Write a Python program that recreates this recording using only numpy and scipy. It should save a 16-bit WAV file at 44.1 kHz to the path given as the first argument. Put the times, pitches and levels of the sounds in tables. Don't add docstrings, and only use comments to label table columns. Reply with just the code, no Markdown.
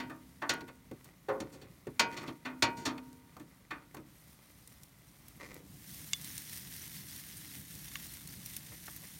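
import sys
import numpy as np
from scipy import signal
from scipy.fft import rfft, irfft, next_fast_len
from scipy.io import wavfile

SR = 44100
rng = np.random.default_rng(int(sys.argv[2]) if len(sys.argv) > 2 else 0)


def unload_wav(signal):
    wavfile.write(
        sys.argv[1],
        SR,
        np.round(np.clip(np.atleast_2d(signal).T, -1, 1) * 32767).astype(np.int16),
    )


N = 405279
TIME = np.arange(N) / SR

TIP_Q, CLANG_LOW_HZ, THUD_HZ = 1.26, 420, 333
CHAR_DB = -71.5
BEND_SPEED = 5.4
NODE_SHARE = 0.14
PART_COUPLING = {"grate": (0.33, -29, -14.5), "box": (-5, 4.9, -12), "wall": (-7, -11, 4)}
# (time [s], struck part, spot from the edge [m],
# clang [dB], tip [Hz], thud [dB], contact [ms], ring length [factor], flexing [dB])
BLOWS = [ (0.000, "grate", 0.19, -50.5, 3060, -44, 0.34, 1.22, -44.5),
         (0.095, "wall", 0.32, -55.5, 1800, -49, 4.5, 0.99, -45.5),
         (0.416, "wall", .189, -43, 1630, -50, 5.9, 1.04, -66),
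         (0.492, "grate", 0.14, -38, 5000, -40.5, 1.9, 1.18, -50),
         (0.604, "grate", .572, -62.5, 3800, -43.5, 4.8, 0.52, -76),
         (0.674, "box", .586, -59.5, 2300, -54, 17, 0.49, -67.5),
         (0.912, "box", 0.047, -68, 2100, -42.5, 1, 0.39, -59.5),
         (1.041, "grate", 0.4, -78, 2500, -61, 13, 0.64, -68),
         (1.283, "box", 0.13, -37.5, 1100, -45, 5.5, 1.2, -59),
         (1.401, "wall", .57, -55.5, 6360, -40, 1.7, 0.87, -78),
         (1.516, "box", .589, -67.5, 8550, -52.5, 23, 1.3, -74),
         (1.612, "box", .311, -66, 3880, -54, 5.6, 1.25, -72),
         (1.868, "box", 0.28, -61.5, 2300, -40.5, 1.7, 0.47, -54),
         (1.994, "grate", .342, -33.5, 5000, -40.5, 1.4, 1.08, -59),
         (2.120, "wall", 0.38, -62.5, 3700, -48, 5.4, 1.6, -73),
         (2.165, "grate", .448, -53, 4700, -45.5, 6, 1.4, -71),
         (2.222, "wall", .535, -55, 1600, -47, 13, 0.75, -78),
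         (2.271, "wall", 0.084, -54.5, 3400, -40.5, 12, 0.7, -77),
         (2.448, "wall", 0.425, -47.5, 2530, -48.5, 7.4, 1.24, -41.5),
         (2.622, "grate", 0.45, -33, 4960, -36, 1.6, 1.05, -45),
         (2.766, "grate", .352, -61.5, 7550, -46.5, 6.6, 3.6, -57),
         (2.851, "wall", .525, -42.5, 5500, -39.5, 6.9, 1.24, -42),
         (2.977, "grate", 0.17, -59.5, 2800, -53, 2.8, 0.36, -66),
         (3.366, "wall", .224, -55, 810, -60, 0.72, 0.37, -80),
         (3.396, "wall", .586, -69.5, 2430, -50.5, 2, 0.76, -71),
         (3.705, "wall", 0.055, -48.5, 2270, -53, 4, 1.11, -66),
         (3.943, "box", .291, -56.5, 1300, -67, 2.2, 0.48, -83),
         (3.967, "wall", .592, -63.5, 2080, -46, 1.4, 0.78, -71),
         (8.879, "wall", 0.44, -57, 1700, -70, 1.6, 0.18, -80)]
# (frequency [Hz], level [dB], t60 before the ring length [s])
GRATE_MODES = [(355, -10, .35), (460, -11, .49), (625, -12, .28), (681, -10, .28), (748, -11, .25),
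               (907, -9, .28), (934, -1.5, .48), (1110, -10, .3), (1449, -4, .35), (1529, -8, .29),
               (1631, -11, .24), (1830, -12, .18), (1925, -4, .22), (2043, -4, .2), (2303, -5, .23),
               (2355, -7, .2), (2494, -3.5, .27), (2848, -12, .16), (2898, -12, .2), (3168, -11, .19),
               (3591, -17, .17), (4237, -10, .15), (4428, -5.5, .14), (4896, -6.5, .14), (5505, -13, .14),
               (5750, -13, .13), (6456, -10, .14), (6777, -2.5, .11), (7262, -7, .08)]
# (frequency [Hz], level [dB], t60 before the ring length [s])
FIREBOX_MODES = [(368, -10, .3), (419, -2, .33), (511, -5, .27), (538, -2, .33), (584, -9, .25),
                 (791, -9, .28), (1012, -11, .4), (1720, -9, .16), (2106, -11, .2)]
# (frequency [Hz], level [dB], t60 before the ring length [s])
SIDE_WALL_MODES = [(289, -5, .45), (318, -8, .45), (581, -11, .3), (657, -9, .3), (885, -6, .28),
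                   (1001, -10, .25), (1146, -9, .3), (1210, -5, .28), (1265, -7, .25), (1378, -11, .3),
                   (1510, -9, .25), (1652, -11, .2), (1781, -7, .2), (1868, -8, .18), (2130, -11, .18),
                   (2400, -10, .2), (2475, -10, .18), (3598, -8, .15)]
# (frequency [Hz], level [dB], t60 before the ring length [s])
FLEX_MODES = [(256, -1, 1.15)]
# (frequency [Hz], t60 before the ring length [s])
CROWD_T60 = [(100, .35), (300, .38), (1000, .24), (2500, .15), (5000, .105), (8000, .085), (14000, .075)]
# (frequency [Hz], level per third octave [dB])
CROWD_LEVEL = [(60, -30), (125, -13), (200, -13.5), (300, -7), (500, -11.5), (1000, -7), (2200, -6),
               (3200, -6), (4100, -3), (5200, -5), (6500, -3), (8000, -3.5), (10500, -6.5), (15000, -2)]
# (frequency [Hz], level [dB])
EVEN_DRIVE = [(100, 0), (10000, 0)]

# (time [s], level [dB])
FLAME_LEVEL = [(0, -61), (5.05, -62.5), (5.5, -55), (9.19, -55.5)]
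# (frequency [Hz], level [dB])
FLAME_SPECTRUM = [(20, -35), (35, -38), (55, -4), (100, -1.5), (155, 3), (195, -0.5), (240, -7.5),
                  (290, -4.5), (360, -15.5), (500, -22.5), (1000, -28)]
# (frequency [Hz], level [dB])
AIR_SPECTRUM = [(15, -43), (30, -2), (55, 17), (110, 1.5), (400, -12), (650, -3), (1200, -2.5),
                (2000, -8.5), (4000, -11.5), (8000, -40), (16000, -29)]
AIR_DB = -68

SIMMER_DB = -74
SETTLED_DB, SETTLE_S, DRYING_DB_PER_S = -1.5, 0.73, 1.5
FRY_DB, FRY_GROWTH = -49.5, 1.134
# (time [s], level [dB], rise [s])
SIZZLE_RISES = [(4.0, -66.5, 0.21), (5.71, -53.5, 0.26), (6.12, -51.5, 0.16)]
# (frequency [Hz], level [dB])
FIZZ_SPECTRUM = [(1500, -40), (4000, -3), (6200, -1.5), (7700, -4.5), (9200, 3.5), (10500, -5), (11800, 2),
                 (16000, -5.5)]
# (frequency [Hz], level [dB])
FRY_SPECTRUM = [(400, -20), (900, -9), (1300, -8.5), (1750, 1.5), (2120, 3), (2350, -1.5), (3500, 0),
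                (4900, -6), (5600, -0.5), (7500, -8.5), (12000, -2)]
# (time [s], level [dB], centre [Hz])
LOUD_SPITS = [(0.538, -45, 9000), (1.044, -52, 9100), (3.129, -55, 6900), (3.947, -49, 10000),
              (4.675, -47.5, 8900), (4.834, -48.5, 9000), (5.283, -47, 11000), (5.543, -45.5, 11000),
              (6.245, -40, 6460), (6.379, -35, 8000), (8.274, -42, 10200), (8.46, -37.5, 12100),
              (8.566, -33, 10900), (8.963, -40, 12000)]
SPIT_T60_S = 0.021

# (time [s], length [s], level [dB], top [Hz])
DRAGS = [(2.09, 0.28, -51, 6800), (5.396, 0.054, -45.5, 6050), (5.44, 0.17, -53.5, 6900),
         (5.52, 0.16, -54, 720), (8.705, 0.036, -52.5, 5070), (9.023, 0.032, -50.5, 5030)]
# (frequency [Hz], level [dB])
DRAG_SPECTRUM = [(100, -8), (250, -1.5), (650, -1), (950, -9), (1300, -6.5), (1600, -12.5), (2000, 1.5),
                 (3000, -14.5), (6000, -13), (15000, -15)]
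# (time [s], level [dB], pitch of the contact [Hz])
JAW_SNAPS = [(6.1328, -16.5, 4730), (7.9154, -38.5, 3030), (7.9556, -26, 2340)]
# (frequency [Hz], level [dB], t60 before the ring length [s])
TONG_MODES = [(1120, -8.5, 0.031), (2180, -6.5, 0.024), (2780, -2.5, 0.014), (2880, -28, 0.077),
              (3460, -15.5, 0.093), (3540, -8, 0.032), (4760, -9, 0.025), (6100, -17, 0.04),
              (6790, 5.5, 0.014), (8899, -35, .04)]
TOP_HZ = 16050


def undb(db):
    return 10 ** (np.asarray(db) / 20)


def unit(x):
    return x / np.sqrt(np.mean(x ** 2) + 1e-18)


def at_pitch(hz, points):
    f, value = np.transpose(points)
    return np.interp(np.log(hz + 1e-9), np.log(f), value)


def curves(rows):
    s, *columns = np.transpose(rows)
    return [np.interp(TIME, s, column) for column in columns]


def colour(x, points):
    size = next_fast_len(len(x))
    hz = np.arange(size // 2 + 1) * SR / size
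    spectrum = rfft(x, size) * undb(at_pitch(hz, points))
    return unit(irfft(spectrum, size)[:len(x)])


def band(x, hz, ratio, order=2):
    edges = [min(hz / ratio, SR / 3), min(hz * ratio, SR / 2 - 100)]
    return unit(signal.sosfilt(signal.butter(order, edges, "band", fs=SR, output="sos"), x))


def walk(rate):
    knots = rng.standard_normal(4096)
    return unit(np.interp(TIME * rate, np.arange(len(knots)), knots))


def fade(t, t60):
    return np.exp(-np.log(1000) * t / t60)


def add(out, s, x):
    i = max(int(s * SR), 0)
    out[i:i + len(x)] += x[:N - i]


def grains(rate, spread_db):
    size = undb(spread_db * np.minimum(rng.exponential(size=N), 7))
    happens = rng.random(N) < rate / SR
    return happens * size * rng.choice([-1, 1], N)


def ring(modes, t, length, tint, scatter_db=1):
    chance = rng.standard_normal((len(modes), 2))
    total = 0
    for (hz, db, t60), (luck, phase) in zip(modes, chance):
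        gain = undb(db + at_pitch(hz, tint) + scatter_db * luck)
        total = total + gain * fade(t, t60 * length) * np.sin(2 * np.pi * (hz * t + phase))
    return total


def puff(t, hz, ratio, t60, order=2):
    lead = SR // 100
    noise = band(rng.standard_normal(len(t) + lead), hz, ratio, order=order)[lead:]
    burst = noise * fade(t, t60)
    return burst / np.sqrt(np.mean(burst[:SR // 500] ** 2))


def blow(hz, clang_db, tip_hz, thud_db):
    r = hz / tip_hz
    spring = 1 / ((1 - r ** 2) ** 2 + (r / TIP_Q) ** 2)
    clang = undb(clang_db) ** 2 * spring / (1 + (CLANG_LOW_HZ / hz) ** 2)
    thud = undb(thud_db) ** 2 / (1 + (hz / THUD_HZ) ** 4)
    return 10 * np.log10(clang + thud + undb(CHAR_DB) ** 2)


def struck_at(modes, spot_m):
    answering = []
    for hz, db, t60 in modes:
        swing = np.cos(2 * np.pi * spot_m * np.sqrt(hz) / BEND_SPEED) ** 2
        power = NODE_SHARE + 2 * (1 - NODE_SHARE) * swing
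        answering.append((hz, db + 10 * np.log10(power), t60))
    return answering


def weak_modes():
    size = 3 * SR // 2 + 1
    strength = (rng.random(size) < 1 / 75) * undb(3 * rng.standard_normal(size))
    strength[:1800] = 0.17
    return irfft(strength * np.exp(2j * np.pi * rng.random(size)))


def knocks(modes_db=2.5, bass_lag_ms=3, blow_s=0.05, crack_db=3, crack_t60=0.026):
    out, t = np.zeros(N), np.arange(SR) / SR
    ms = t * 1000
    centres = 63 * 2 ** (np.arange(25) / 3)
    partials = weak_modes()
    crowd = [band(partials, hz, 2 ** (1 / 6), order=3) for hz in centres]
    span = SR // 2
    short_t, short_ms = t[:span], ms[:span]
    for s, part, spot_m, clang_db, tip_hz, thud_db, contact_ms, length, flex_db in BLOWS:
        tint = list(zip(centres, blow(centres, clang_db, tip_hz, thud_db)))
        clear = undb(flex_db) * ring(FLEX_MODES, t, 0.98, EVEN_DRIVE)
        for db, modes in zip(PART_COUPLING[part], (GRATE_MODES, FIREBOX_MODES, SIDE_WALL_MODES)):
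            clear = clear + undb(db) * ring(struck_at(modes, spot_m), t, length, tint)
        add(out, s, undb(modes_db) * clear * (1 - np.exp(-(ms / contact_ms) ** 2)))
        start = rng.integers(SR, 2 * SR)
        for hz, partial in zip(centres, crowd):
            rise_ms = contact_ms + bass_lag_ms * min(700 / hz, 1.5)
            rise = 1 - np.exp(-(short_ms / rise_ms) ** 2)
            crack = undb(crack_db) * min(hz / 3500, 1) * fade(short_t, crack_t60)
            shape = rise * (crack + fade(short_t, at_pitch(hz, CROWD_T60) * length))
            shape /= np.sqrt(np.mean(shape[:int(blow_s * SR)] ** 2))
            gain = undb(at_pitch(hz, tint) + at_pitch(hz, CROWD_LEVEL))
            add(out, s, gain * shape * partial[start:start + span])
    return out


def fire(flutter_db=1.5):
    flame_db, = curves(FLAME_LEVEL)
    rumble = colour(rng.standard_normal(N), FLAME_SPECTRUM)
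    return undb(flame_db + flutter_db * walk(rate=24)) * rumble


def garden(sway_db=1):
    air = colour(rng.standard_normal(N), AIR_SPECTRUM)
    return undb(AIR_DB + sway_db * walk(rate=8.1)) * air


def boiling():
    power = undb(SIMMER_DB) ** 2
    for s, db, rise_s in SIZZLE_RISES:
        age = np.maximum(TIME - s - rise_s, 0)
        sag_db = SETTLED_DB * (1 - np.exp(-age / SETTLE_S)) - DRYING_DB_PER_S * age
        rise = np.clip((TIME - s) / rise_s, 0, 1)
        power = power + (rise * undb(db + sag_db)) ** 2
    return 10 * np.log10(power)


def sine_grains(count=3500, cycles=160, spread_db=3):
    out, t = np.zeros(N), np.arange(SR // 50) / SR
    for when, pitch, luck in rng.random((count, 3)):
        hz = 3000 + 12500 * pitch
        size = undb(spread_db * min(-np.log(1 - luck), 4))
        add(out, when * N / SR, size * np.sin(2 * np.pi * hz * t) * fade(t, cycles / hz))
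    return unit(out)


def sizzle(fizz_flicker_db=1.5, fry_flicker_db=2.5, crackle_db=-11, sines_db=-6):
    fizz_db = boiling()
    fry_db = FRY_DB + FRY_GROWTH * (fizz_db - fizz_db.max())
    t = np.arange(SR // 100) / SR
    burst = rng.standard_normal(len(t)) * fade(t, 0.013)
    fizz = colour(grains(rate=24000, spread_db=4), FIZZ_SPECTRUM)
    bursts = signal.fftconvolve(grains(rate=600, spread_db=4), burst)[:N]
    crackle = colour(bursts, FIZZ_SPECTRUM)
    sines = colour(sine_grains(), FIZZ_SPECTRUM)
    fine = unit(fizz + undb(crackle_db) * crackle + undb(sines_db) * sines)
    fry = colour(grains(rate=9000, spread_db=3.5), FRY_SPECTRUM)
    surge = walk(rate=21)
    fry_flicker = (surge + walk(rate=69)) / 2
    return (undb(fizz_db + fizz_flicker_db * surge) * fine
            + undb(fry_db + fry_flicker_db * fry_flicker) * fry)


def spits(count=22, faint_hz=8000, over_sizzle_db=7):
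    out, t = np.zeros(N), np.arange(SR // 8) / SR
    sizzle_db = boiling()
    faint = [(i / SR, sizzle_db[i] + over_sizzle_db, faint_hz) for i in rng.integers(0, N, count)]
    for s, db, hz in [*LOUD_SPITS, *faint]:
        add(out, s, undb(db) * puff(t, hz, 1.68, SPIT_T60_S, order=1))
    return out


def scrapes(wall_db=-11):
    out, t = np.zeros(N), np.arange(SR // 4) / SR
    tick = np.eye(1, len(t))[0] * 20
    body = tick + undb(wall_db) * ring(SIDE_WALL_MODES, t, 0.26, EVEN_DRIVE)
    slips = signal.fftconvolve(grains(rate=500, spread_db=3), body)[:N]
    slips = colour(slips, DRAG_SPECTRUM)
    for s, length, db, top_hz in DRAGS:
        knots_s = [s, s + 0.013, s + length / 2, s + length + 0.017]
        pressure = np.interp(TIME, knots_s, [0.022, 0.79, 1.0, 0.0067])
        low_pass = signal.butter(2, top_hz, fs=SR, output="sos")
        out += undb(db) * pressure * signal.sosfilt(low_pass, slips)
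    return out


def snaps(crack_db=-3, crack_t60=0.0085, modes_db=-2, skirt_db=-9, close_s=0.0074):
    out, t = np.zeros(N), np.arange(SR // 4) / SR
    for s, db, hz in JAW_SNAPS:
        tint = [(hz / 4, 2 * skirt_db), (hz / 2, 0), (hz, 0), (hz * 2, skirt_db)]
        crack = undb(crack_db) * puff(t, hz, 1.63, crack_t60)
        arms = undb(modes_db) * ring(TONG_MODES, t, 0.98, tint)
        add(out, s, undb(db) * (crack + arms) * (1 - fade(t, close_s)))
    return out


def scene():
    return (knocks() + fire() + garden() + sizzle() + spits() + scrapes() + snaps())[None]


def record(dry):
    return signal.sosfilt(signal.ellip(10, 0.2, 70, TOP_HZ, fs=SR, output="sos"), dry)


dry = scene()
out = record(dry)
unload_wav(out)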